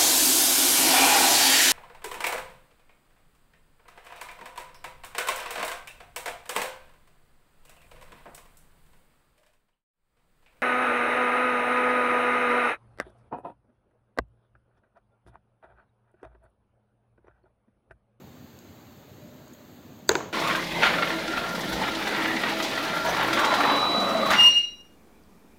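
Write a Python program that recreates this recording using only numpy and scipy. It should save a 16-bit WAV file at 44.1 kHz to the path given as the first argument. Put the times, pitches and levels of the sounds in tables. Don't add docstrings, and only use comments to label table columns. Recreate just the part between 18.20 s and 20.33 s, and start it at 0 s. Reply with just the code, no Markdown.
import sys
import numpy as np
from scipy import signal
from scipy.fft import rfft, irfft, next_fast_len
from scipy.io import wavfile
from scipy.ndimage import uniform_filter1d

SR = 44100
rng = np.random.default_rng(int(sys.argv[2]) if len(sys.argv) > 2 else 0)


def master_out(mix):
    frames = np.transpose(np.atleast_2d(mix))
    ceiling = np.clip(frames, -1, 1)
    pcm = np.round(ceiling * 32767).astype(np.int16)
    wavfile.write(sys.argv[1], SR, pcm)


def linear_from_db(decibels):
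    return 10 ** (np.asarray(decibels, float) / 20)


N = 93844

# start in seconds, strength in dB, brightness in dB per octave.
KNOCKS = [(1.8919, -2.5, 1), (1.9531, -8, 0.5), (1.9033, -19.5, -.8), (1.912, -11.5, -8.5),
          (1.9155, -18.5, -2), (1.9188, -41, 9), (1.9569, -21.5, 1.5), (1.972, -24.5, -11.5),
          (2.003, -25, -2.5), (2.0075, -25.5, -2), (2.0385, -30, -3)]


def unit(x):
    return x / np.sqrt(np.mean(x ** 2) + 1e-20)


def along(points, hz):
    f, v = np.transpose(points)
    return np.interp(np.log(hz + 1), np.log(f + 1), v)


def filtered(x, response):
    m = next_fast_len(N + SR // 2)
    return irfft(rfft(x, m) * response(np.fft.rfftfreq(m, 1 / SR)), m)[..., :N]


def ring(start_s, hz, db, t60, rise_cycles, lag_s=0, side=1):
    t = np.arange(N) / SR - start_s
    keep = (t > 0) & (t < .2)
    t = np.clip(t[keep, None] - lag_s, 0, None)
    decay = side * linear_from_db(db - 60 * t / t60)
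    rise = 1 - np.exp(-t * hz / rise_cycles)
    out = np.zeros(N)
    out[keep] = (decay * rise * np.sin(2 * np.pi * hz * t)).sum(axis=1)
    return out


def rush(gain, patchy_db):
    z = signal.stft(rng.standard_normal(N), nperseg=1024)[2]
    field = uniform_filter1d(rng.standard_normal(z.shape), size=4, axis=0)
    field = uniform_filter1d(field, size=5, axis=1)
    noise = signal.istft(z * linear_from_db(patchy_db * unit(field)), nperseg=1024)[1][:N]
    return unit(filtered(noise, gain))


def follow(rows):
    s, db = np.transpose(rows)
    return linear_from_db(np.interp(np.arange(N) / SR, s, db))


def fuzzy(hz, wide_hz):
    return rush(lambda f: 1 / (1 + ((f - hz) / wide_hz) ** 2), patchy_db=1.0)


def air():
    # frequency in Hz, density in dB per Hz.
    rumble_color = [(25, -15), (54, -10.5), (85, 5), (280, -0.5), (450, -9), (620, -11.5), (1000, -19.5),
                    (2000, -37.5)]
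    hiss_color = [(300, 11), (1500, 3.5), (2800, -1.5), (4100, 0), (6000, -3.5), (6750, -3), (7200, -4),
                  (16000, -9.5)]
    # time in seconds, level in dB.
    swell = [(0.0, -48), (0.04, -48), (0.102, -50.5), (0.29, -50), (0.316, -55.5), (0.366, -49.5),
             (0.392, -50.5), (0.652, -49.5), (1.144, -50), (1.216, -50), (1.46, -52), (1.492, -50.5),
             (1.682, -49), (1.86, -49)]
    whine_level = [(0, -105), (.85, -69), (1.08, -56.5), (1.25, -64.5), (1.4, -59), (1.6, -71.5),
                   (2.13, -58)]
    drone_level = [(0, -63.5), (.25, -54), (.5, -64.5), (1.05, -65), (1.2, -53), (1.4, -57.5), (1.7, -55.5),
                   (1.82, -54), (2.13, -63)]
    whine = follow(whine_level) * fuzzy(605, wide_hz=25)
    drone = follow(drone_level) * fuzzy(244.5, wide_hz=12)
    rumble = rush(lambda f: linear_from_db(along(rumble_color, f)) * (f < 3000), patchy_db=1.4)
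    hiss = rush(lambda f: linear_from_db(along(hiss_color, f)) * (f > 200), patchy_db=1.4)
    return linear_from_db(0.45) * follow(swell) * rumble + whine + drone + linear_from_db(-55.5) * hiss


def table():
    # start in seconds, level in dB, frequency in Hz.
    thumps = [
        (0.068, -57, 180),
        (.0408, -43, 790),
        (.04, -40, 87),
        (0.91, -39.5, 104),
        (1.215, -39, 140),
        (1.273, -44, 1030),
        (1.897, -34, 75),
        (1.965, -33, 143.3),
        (1.655, -50, 330),
    ]
    decay_cycles = 7.9
    return sum(ring(s, hz, db, decay_cycles / hz * 2, 0.2) for s, db, hz in thumps)


def tips():
    # start in seconds, level in dB, low ring over high in dB.
    ticks = [
        (0.3894, -44.5, 8),
        (1.2805, -50.5, 3),
        (1.335, -47, -10),
        (1.3385, -48, -10),
        (1.527, -60, -6),
        (1.791, -54, 1),
        (1.9673, -50, -13),
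    ]
    # frequency in Hz, t60 in seconds.
    modes = [(6740, 0.013), (4900, 0.0032), (7800, 0.0064), (9700, 0.0043), (13900, 0.0036)]
    hz, t60 = np.transpose(modes)
    out = np.zeros(N)
    for s, db, low in ticks:
        balance_db = np.array([0, low, 3.5, 4 - 0.48 * low, -3])
        out += ring(s, hz, db + balance_db, t60, 0.79)
    return out


def room(x):
    # frequency in Hz, t60 in seconds.
    decay = [(200, 0.69), (1000, 0.57), (4000, 0.63), (10000, 0.33)]
    # frequency in Hz, level in dB.
    color = [(150, 12.5), (400, 20.5), (1000, 15), (2500, 3.5), (4500, -0.5), (6500, 6), (9800, -8.5),
             (15000, -16)]
    gap_s = 0.0053
    hz, t, z = signal.stft(rng.standard_normal(SR // 3), SR, nperseg=256)
    fade = linear_from_db(-60 * t / along(decay, hz)[:, None])
    tail = signal.istft(z * fade, SR, nperseg=256)[1]
    tail = np.pad(tail / np.linalg.norm(tail), (round(gap_s * SR), 0))
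    return filtered(signal.fftconvolve(x, tail)[:N], lambda f: linear_from_db(along(color, f)))


def tub():
    # frequency in Hz, level at the first spot in dB, level at the bounce spot in dB, t60 in seconds.
    modes = [(383.6, -4.5, -3.5, 0.037), (630, -8.5, -14, 0.022), (960, -7, -3.5, 0.017),
             (1463, -4.5, -2, .014), (1910, -8, -10.5, 0.0064), (2480, -10, -7, 0.0048),
             (3664, -3, -10, 0.0046), (4740, -0.5, -7.5, 0.0032), (5250, -11, -20, .005),
             (6340, -4.5, -24, 0.0042), (7080, -2, -7.5, 0.0036), (7670, -1.5, -16, 0.0035),
             (11900, -17, -40, 0.0024), (15400, -22, -37, .002)]
    sides = [
        [1, -1, -1, -1, 1, 1, 1, -1, -1, -1, 1, -1, 1, -1],
        [1, 1, 1, 1, 1, -1, 1, -1, 1, -1, 1, -1, 1, -1],
    ]
    steel_hz, wall_lag_s = 5000, 0.000634
    pivot_hz = 576
    scatter_db, shift_part = 5, 0.11
    hz, first_db, bounce_db, t60 = np.transpose(modes)
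    luck = rng.standard_normal((len(KNOCKS), 2, len(hz)))
    luck[:2] = 0
    spots = np.vstack([first_db, bounce_db + scatter_db * luck[1:, 0]])
    lag_s = wall_lag_s * (hz < steel_hz)
    knocks = []
    for (s, strength, tilt), spot_db, shift in zip(KNOCKS, spots, luck[:, 1]):
        db = strength + spot_db + tilt * np.log2(hz / pivot_hz)
        side = np.array(sides[int(s > KNOCKS[0][0])])
        knocks.append(ring(s, hz * (1 + shift_part * shift), db, t60, 0.76, lag_s, side))
    return knocks


def scene():
    background = air() + table()
    ticks, knocks = tips(), tub()
    wet = room(linear_from_db(-11) * ticks)
    for (s, db, _), knock in zip(KNOCKS[:2], knocks):
        blow = linear_from_db(db) * (np.arange(N) == round(s * SR))
        wet = wet + room(blow + linear_from_db(-36) * knock)
    quiet = sum(knocks[1:]) + ticks + wet + background
    return (knocks[0] + filtered(quiet, lambda f: f < 15850))[None]


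def band_limit(x):
    return signal.sosfilt(signal.butter(12, 17660, fs=SR, output="sos"), x)


def record(dry):
    # band edge in Hz, gain step above it in dB.
    steps = [(4760, -6.5), (6110, 8), (6880, -2.5), (7660, -5.5), (8560, -6.5), (11560, 12), (12950, 6)]
    frame_s, ceiling, top_hz = .0165, .86, 16600
    f, half = np.fft.rfftfreq(SR, 1 / SR), round(frame_s * SR)
    band_gain = linear_from_db(sum(db * (f > hz) for hz, db in steps))
    kernel = np.roll(irfft(band_gain), half)[:2 * half + 1]
    x = filtered(dry, lambda hz: (1j * hz / (58 + 1j * hz)) ** 2)
    x = signal.fftconvolve(x, kernel[None], mode="same", axes=1)
    x = x / (1 + np.abs(x / ceiling) ** 4) ** .25
    lowpass = signal.firwin(127, top_hz, fs=SR)
    x = signal.fftconvolve(x, lowpass[None], mode="same", axes=1)
    return band_limit(x)


dry = scene()
out = record(dry)
master_out(out)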